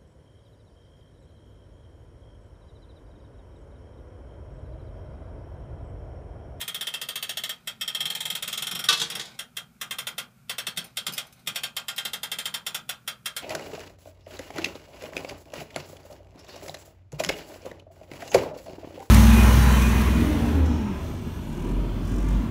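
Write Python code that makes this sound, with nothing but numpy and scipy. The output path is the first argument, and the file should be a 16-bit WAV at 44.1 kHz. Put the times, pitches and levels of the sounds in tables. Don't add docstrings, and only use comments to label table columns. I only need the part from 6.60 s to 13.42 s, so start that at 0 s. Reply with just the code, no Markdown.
import sys
import numpy as np
from scipy import signal
from scipy.fft import rfft, irfft
from scipy.io import wavfile
from scipy.ndimage import uniform_filter1d

SR = 44100
rng = np.random.default_rng(int(sys.argv[2]) if len(sys.argv) > 2 else 0)


def persist_wave(psi):
    counts = np.round(np.clip(psi, -1, 1) * 32767).astype(np.int16)
    wavfile.write(sys.argv[1], SR, np.atleast_2d(counts).T)


def natural_amplitude(level_db):
    exponent = np.asarray(level_db, float) / 20
    return 10 ** exponent


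N = 300762
RING_N = 16384
T = np.arange(RING_N) / SR

# t/s, ring level/dB
HANGING = [(0.0116, -22), (0.0787, -23), (.1447, -22), (0.2097, -20), (0.2697, -20.5), (0.3389, -21.5),
           (.4146, -22.5), (0.4872, -22.5), (0.5565, -20.5), (.626, -22), (.693, -21.5), (0.7712, -20.5),
           (0.8364, -20.5), (0.8927, -23), (1.073, -24.5)]
# t/s, ring level/dB
SWINGING = [(1.2111, -17.5), (1.2776, -18), (1.3478, -18.5), (1.4047, -16.5), (1.4543, -18), (1.501, -21),
            (1.5499, -22), (1.6046, -22), (1.6534, -22), (1.701, -20.5), (1.751, -22), (1.8239, -21.5),
            (1.8764, -22.5), (1.9275, -20.5), (1.975, -22), (2.0218, -21.5), (2.0686, -22), (2.112, -23),
            (2.1506, -24), (2.191, -25), (2.2396, -22.5)]
# t/s, ring level/dB
SLACK = [
    (2.5004, -25),
    (2.5519, -24),
]
# t/s, ring level/dB
SINKING = [(2.7904, -25), (2.9679, -23.5), (3.2124, -25), (3.309, -22.5), (3.385, -22.5), (3.4691, -22),
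           (3.5804, -21.5), (3.8948, -20.5), (3.9823, -20.5), (4.0676, -19.5), (4.1725, -19), (4.3702, -20),
           (4.4657, -19.5), (4.578, -20.5)]
# t/s, ring level/dB
DIGGING = [(4.8722, -20), (4.9576, -20.5), (5.0342, -21.5), (5.1658, -20.5), (5.2828, -20.5), (5.38, -18.5),
           (5.451, -21.5), (5.5328, -22.5), (5.6313, -25), (5.716, -20), (5.786, -24), (5.8552, -22),
           (5.9406, -19.5), (6.0647, -21.5), (6.1453, -24), (6.2915, -25.5), (6.4765, -23.5), (6.6578, -22),
           (6.7647, -25.5)]
DROPS = HANGING + SWINGING + SLACK + SINKING + DIGGING
# t of drop/s, scrape level/dB
CATCHES = [(.01, -5), (.08, -22), (.27, -19), (.34, -17.5), (.49, -21), (.63, -20), (.69, -18), (1.35, -19),
           (1.40, -19), (1.93, -10), (4.17, -15), (4.58, -13.5), (4.87, -20), (4.96, -15), (5.38, -14),
           (5.86, -19)]
# t/s, panel blow level/dB, looking down/0-1, straps facing it/dB
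PHONE = [(0, -22, 0, -7), (.7, -21, 0.15, -2), (.95, -20.5, 0, 12), (1.1, -21.5, 1, 4),
         (1.22, -22.5, 0.17, 9.5), (1.7, -20.5, 0.05, -5.5), (2.1, -21.5, 0, 10.5), (2.6, -24.5, 1, 11.5),
         (3.2, -21.5, 1, -9.5), (3.9, -19.5, 0.57, 2.5), (5.0, -19, 0.77, 4.5), (5.55, -19.5, 0.83, -6),
         (6.101, -19, 0.89, 12), (6.82, -19, 1, 5.5)]
# f/Hz, density/dB per Hz
PANEL = [(250, -25), (500, -9), (1050, -9), (1200, -3), (2200, -5), (2900, -1.5), (3400, 0.5), (4200, -2),
         (4700, -5), (5500, -4.5), (6000, -6), (9600, -1.5), (11200, -6), (14400, -3)]
BASE_HZ = [1257, 1372, 1406, 1582, 1647]
BRACKET_HZ = [1780, 1853, 1992, 2095, 2165, 2628, 2703, 2762]
WHEEL_HZ = [3085, 3159, 3196, 3234, 3281, 3350, 3418, 3481, 3551, 3676, 3703, 3980]
STRAPS_HZ = [4904, 5345, 5495, 5545, 5620]
# t60/s, level looking up/dB, level looking down/dB
BASE = [(.2, -24.5, -24), (.2, -36, -24.5), (0.201, -31.5, -20.5), (.2, -39, -21), (.2, -36, -27.5)]
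BRACKET = [(.14, -20.5, -29), (.14, -20, -23.5), (.14, -28.5, -18.5), (.14, -22, -17.5),
           (.14, -23.5, -17.5), (.14, -25, -20.5), (.14, -30.5, -15), (.14, -31, -16.5)]
WHEEL = [(.17, -15, -19.5), (.17, -14, -18.5), (.17, -13.5, -10.5), (.17, -12, -20), (.17, -11.5, -13.5),
         (.12, -13, -21), (.12, -15.5, -16), (.12, -15.5, -17), (.12, -16, -14), (.12, -19.5, -16),
         (.12, -20, -16.5), (.12, -25.5, -24.5)]
STRAPS = [(.12, -34, -23), (.12, -28.5, -25.5), (.12, -26, -27.5), (.12, -24.5, -24), (.12, -26.5, -23.5)]


def ratchet(lift_ms=13.0):
    s, db = np.transpose(DROPS)
    when, *phone = np.transpose(PHONE)
    blow_db, down, sheen_db = (np.interp(s, when, column) for column in phone)
    slack = np.isin(s, np.transpose(SLACK)[0])

    high_db = blow_db - db
    low_db = high_db - 1 * slack
    bass_db = low_db - 6.1 * slack - 1 * down
    tilt_db = [bass_db, low_db + 0.1, high_db]
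    blows = drifting((len(s), RING_N), 0.68)
    dense = panels(blows, PANEL, tilt_db, stretch=0.95, hall_db=-29.5, hall_t60=0.31, lumps_db=3.58)

    hz = np.array(BASE_HZ + BRACKET_HZ + WHEEL_HZ + STRAPS_HZ)
    t60, up_db, down_db = np.transpose(BASE + BRACKET + WHEEL + STRAPS)
    gain_db = up_db + np.outer(down, down_db - up_db)
    gain_db += 2.45 * drifting(gain_db.shape, 0.55)
    gain_db += 0.39 * np.outer(low_db, hz < 2400)
    gain_db += np.outer(sheen_db, hz > 4500)
    phase = 1.4 * drifting(gain_db.shape, 0.935)
    gains = natural_amplitude(gain_db) * np.exp(1j * phase)

    wooden = hz < 1700
    metal_ring = modes(hz, 0.91 * t60, gains * ~wooden) * rise(2.23)
    wood_ring = modes(hz, 0.87 * t60, gains * wooden) * rise(16.0)
    ring = metal_ring + natural_amplitude(3.0) * wood_ring
    hits = natural_amplitude(db)[:, None] * (natural_amplitude(-2.5) * dense * rise(1.77) + natural_amplitude(1.0) * ring)

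    lift_db = np.full(len(s), -28.0)
    for at, catch_db in CATCHES:
        lift_db[np.argmin(np.abs(s - at))] = catch_db
    scrape = natural_amplitude(lift_db)[:, None] * hits * natural_amplitude(-60 * T / 0.16) * rise(4.2)
    return place(s - .0012, hits) + place(s - lift_ms / 1000, scrape)


# t/s, peak level/dB, low/dB, treble/dB, rods/dB
CLAW = [(2.2867, -4.5, -24.5, -8.5, -9), (2.3033, -26, -0.5, -8, -2), (2.326, -18, -10.5, -1, -6),
        (2.3738, -21, -19, -7, -16), (2.3981, -24, -11, -0.5, -19), (2.4151, -19.5, -11, -1.5, -8),
        (2.4333, -27, -12.5, -25, -5), (2.5187, -37.5, -2.5, -1, -2), (2.5949, -25.5, -12, -4, -14),
        (2.6112, -28, -18.5, -7.5, -13), (2.6538, -36, -16, -3, -14)]
# f/Hz, density/dB per Hz
CLAW_PANEL = [(150, -53), (250, -26), (460, -25.5), (950, -7.5), (1180, -10), (1350, -7), (2320, -8.5),
              (3340, 2.5), (6820, -8), (14700, -19.5), (16000, -29.5)]
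RODS_HZ = [1160, 1184, 1503, 1860, 2629, 3284, 3370, 3666, 3787, 4059, 4274, 4721, 5110, 5620, 6480]
# level/dB, t60/s
RODS = [(-18.5, 0.42), (-13.5, 0.19), (-7.5, 0.1), (-12, 0.07), (-14.5, 0.28), (-2.5, 0.092), (-4, 0.19),
        (-0.5, 0.089), (-4, 0.12), (-12.5, 0.045), (-12, 0.11), (-11.5, 0.11), (-9.5, .1), (-21, 0.074),
        (-17.5, 0.12)]


def claw():
    rise_ms = 4.0
    s, db, low_db, high_db, rods_db = np.transpose(CLAW)
    low_db = low_db - low_db.mean()
    high_db = high_db - high_db.mean()
    blows = rng.standard_normal((len(s), RING_N))
    dense = panels(blows, CLAW_PANEL, [low_db, low_db, high_db],
                   stretch=1.0, hall_db=-15.5, hall_t60=0.37, lumps_db=3.5)
    dense *= 1 + 1.3 * natural_amplitude(-60 * T / 0.035)

    rods_hz = np.array(RODS_HZ)
    ring_db, t60 = np.transpose(RODS)
    ring_db = ring_db + 0.29 * np.outer(db - db.max() + 14, rods_hz < 2700)
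    chance = rng.standard_normal((len(s), 2, len(t60)))
    gains = natural_amplitude(rods_db[:, None] + ring_db + 2 * chance[:, 0]) * np.exp(1j * np.pi * chance[:, 1])
    ring = modes(rods_hz, np.minimum(t60, .27), gains)

    bowl_gains = natural_amplitude(low_db[:, None] + np.array([-21, -27])) + 0j
    bowl = modes(np.array([463., 340.]), np.array([.3, .2]), bowl_gains)
    hits = natural_amplitude(db)[:, None] * (natural_amplitude(1.5) * dense + natural_amplitude(0.5) * ring + bowl) * rise(rise_ms)
    return place(s - rise_ms / 2000, hits)


# t/s, peak level/dB, note f/Hz, note level/dB
MARBLES = [
    (4.2432, -35.5, 9210, -6),
    (4.2674, -52, 5880, -9),
    (4.5236, -32, 4950, -11),
    (4.5353, -26.5, 4960, -7),
    (4.6684, -47, 6030, -8),
    (4.7255, -42, 6360, -14),
    (4.7594, -57.5, 9320, -14),
    (4.7935, -52, 4050, -15),
    (5.3623, -33, 5310, -10),
    (6.1194, -57, 9710, -12),
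]
# f/Hz, density/dB per Hz
GLASS = [(500, -19), (2000, 5.5), (4000, 8), (6000, 7.5), (9000, 9), (14000, 12)]


def marbles():
    s, db, hz, note_db = np.transpose(MARBLES)
    knocks = rng.standard_normal((len(s), RING_N))
    crack = panels(knocks, GLASS, np.zeros((3, len(s))),
                   stretch=0.78, hall_db=-27, hall_t60=0.28, lumps_db=5.1)
    note = modes(hz, np.full(len(s), .1), np.diag(natural_amplitude(note_db)) + 0j)
    hits = natural_amplitude(db)[:, None] * (natural_amplitude(-8.0) * crack + natural_amplitude(-2) * note) * rise(0.82)
    return place(s - .001, hits)


# t/s, peak level/dB, rising/dB per s, fading/dB per s
SHOWERS = [
    (0, -62, 50, 5),
    (2.58, -44, 100, 70),
    (4.25, -50, 200, 220),
    (4.55, -50, 130, 75),
    (4.8, -60, 120, 190),
    (3.8, -72, 90, 90),
]
# f/Hz, density/dB per Hz
LINKS = [(400, -0.5), (1300, 3.5), (2400, -0.5), (4000, 2.5), (7000, -8.5), (14000, -15.5)]


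def trickle():
    settled_s, still_db, ticks_per_s = 2.76, -76, 600
    ticks = (rng.random(N) < ticks_per_s / SR) * rng.standard_normal(N)
    body = panels(rng.standard_normal((1, RING_N)), LINKS, np.zeros((3, 1)),
                  stretch=0.9, hall_db=-23.5, hall_t60=.25, lumps_db=2.5)[0]
    level_db = peaks(*np.transpose(SHOWERS))
    t = np.arange(N) / SR
    level_db -= 300 * np.clip(t - settled_s, 0, None) * (t < settled_s + .5)
    return unit(signal.fftconvolve(ticks, body)[:N]) * natural_amplitude(np.maximum(level_db, still_db))


# f/Hz, width/Hz, level/dB
RUMBLE_MODES = [(141, 32, -4.5), (169.8, 9.1, -1), (211.6, 34, -6), (366, 170, -17.5)]
# t/s, peak level/dB, fading/dB per s
LURCHES = [(1.19, -55.5, 60), (1.4, -51, 110), (1.72, -50, 148), (2.01, -47.5, 200), (2.13, -42, 85),
           (2.32, -46, 198), (2.41, -44.5, 100), (2.54, -52, 57), (3.25, -56, 112), (3.53, -57, 54),
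           (4.08, -37, 700.5), (4.179, -40.5, 224), (4.485, -41, 177), (4.88, -48, 88), (5.46, -48, 115.5),
           (5.87, -55, 48), (6.17, -54.5, 43)]


def rumble():
    rest_db, crank_db_per_rate, crank_memory_s = -70.5, 0.6336, 0.13
    hz = np.arange(N // 2 + 1) * SR / N
    body = sum(natural_amplitude(db) / (1 + (2 * (hz - f) / w) ** 2) for f, w, db in RUMBLE_MODES)
    shake = unit(irfft(rfft(rng.standard_normal(N)) * body, N))

    drops = np.transpose(DROPS)[0]
    clicks = place(drops, np.eye(1, RING_N).repeat(len(drops), axis=0))
    rate = SR * uniform_filter1d(clicks, int(crank_memory_s * SR))
    s, db, fading = np.transpose(LURCHES)
    lurch_db = peaks(s, db, 5.5 * fading, fading)
    return shake * natural_amplitude(np.maximum(rest_db + crank_db_per_rate * rate, lurch_db))


# f/Hz, density/dB per Hz
HOUSE = [(15, -44.5), (25, -20), (66, -8), (92, -13), (120, 0), (166, -3.5), (249, -2.5), (277, -22.5),
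         (1040, -28), (1370, -16.5), (1940, -34.5), (2410, -22.5), (3160, -38.5), (14800, -46.5),
         (16000, -58.5)]
# f/Hz, level/dB rms
HUM = [(72, -76), (120, -67.5)]


def house():
    hz = np.arange(N // 2 + 1) * SR / N
    colour = natural_amplitude(on_log(np.minimum(hz, 14500), HOUSE))
    air = unit(irfft(rfft(rng.standard_normal(N)) * colour, N))
    t = np.arange(N) / SR
    hum = sum(np.sqrt(2) * natural_amplitude(db) * np.sin(2 * np.pi * f * t) for f, db in HUM)
    mic_hiss = natural_amplitude(-68.5) * rng.standard_normal(N)
    return natural_amplitude(-59) * air + hum + mic_hiss


# f/Hz, t60/s
PANEL_T60 = [(300, 0.41), (1400, 0.23), (3600, 0.17), (9000, .11), (15000, 0.075)]
BANDS_HZ = 250 * 2 ** np.arange(0, 6.1, .5)


def panels(noise, colour, tilt_db, stretch, hall_db, hall_t60, lumps_db):
    hz = np.arange(RING_N // 2 + 1) * SR / RING_N
    lumps = np.repeat(drifting((len(noise), 129), 0.67), 64, axis=1)
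    clusters = uniform_filter1d(lumps, size=64)[:, :len(hz)]
    colour_db = on_log(np.minimum(hz, 14500), colour) - on_log(3290, colour)
    spectrum = rfft(noise) * natural_amplitude(colour_db + lumps_db * clusters * np.clip(hz / 1200, .4, 1))
    out = np.zeros(noise.shape)
    for centre in BANDS_HZ:
        share = np.clip(1 - 2 * np.abs(np.log2(np.maximum(hz, 1) / centre)), 0, 1)
        panel_fade = natural_amplitude(-60 * T / (stretch * on_log(centre, PANEL_T60)))
        hall_fade = natural_amplitude(hall_db - 60 * T / hall_t60)
        knock = 1 + 1.1 * natural_amplitude(-60 * T / .06) * (centre < 900)
        envelope = (panel_fade + hall_fade) * rise(1800 / centre) * knock
        region = int(centre > 900) + int(centre > 3500)
        out += natural_amplitude(tilt_db[region])[:, None] * irfft(spectrum * share) * envelope
    return out


def modes(hz, t60, gains):
    return np.imag(gains @ np.exp(np.outer(2j * np.pi * hz - np.log(1000) / t60, T)))


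def rise(ms):
    return 1 - np.exp(-(T / (np.clip(ms, .2, 30) / 1000)) ** 2)


def drifting(shape, keep):
    keep = np.clip(keep, 0, .98)
    rows = rng.standard_normal(shape)
    rows[1:] *= np.sqrt(1 - keep ** 2)
    return signal.lfilter([1], [1, -keep], rows, axis=0)


def place(times, hits):
    out = np.zeros(N + RING_N)
    for s, hit in zip(times, hits):
        i = max(int(s * SR), 0)
        out[i:i + RING_N] += hit
    return out[:N]


def peaks(s, db, rising, fading):
    late = np.arange(N) / SR - s[:, None]
    swells = np.minimum(late * rising[:, None], -late * fading[:, None])
    return np.max(db[:, None] + swells, axis=0)


def unit(x):
    return x / np.sqrt(np.mean(x ** 2, axis=-1, keepdims=True))


def on_log(hz, table):
    f, v = np.transpose(table)
    return np.interp(np.log(np.maximum(hz, 1)), np.log(f), v)


def scene():
    return (ratchet() + claw() + marbles() + trickle() + rumble() + house())[None]


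def low_pass(x):
    return signal.sosfilt(signal.butter(12, 16470, fs=SR, output="sos"), x)


def record(dry):
    step = signal.ellip(6, .3, 19, 15120, fs=SR, output="sos")
    top = signal.butter(16, 15950, fs=SR, output="sos")
    mix = signal.sosfilt(np.vstack([step, top]), dry)
    return low_pass(mix)


dry = scene()
out = record(dry)
persist_wave(out)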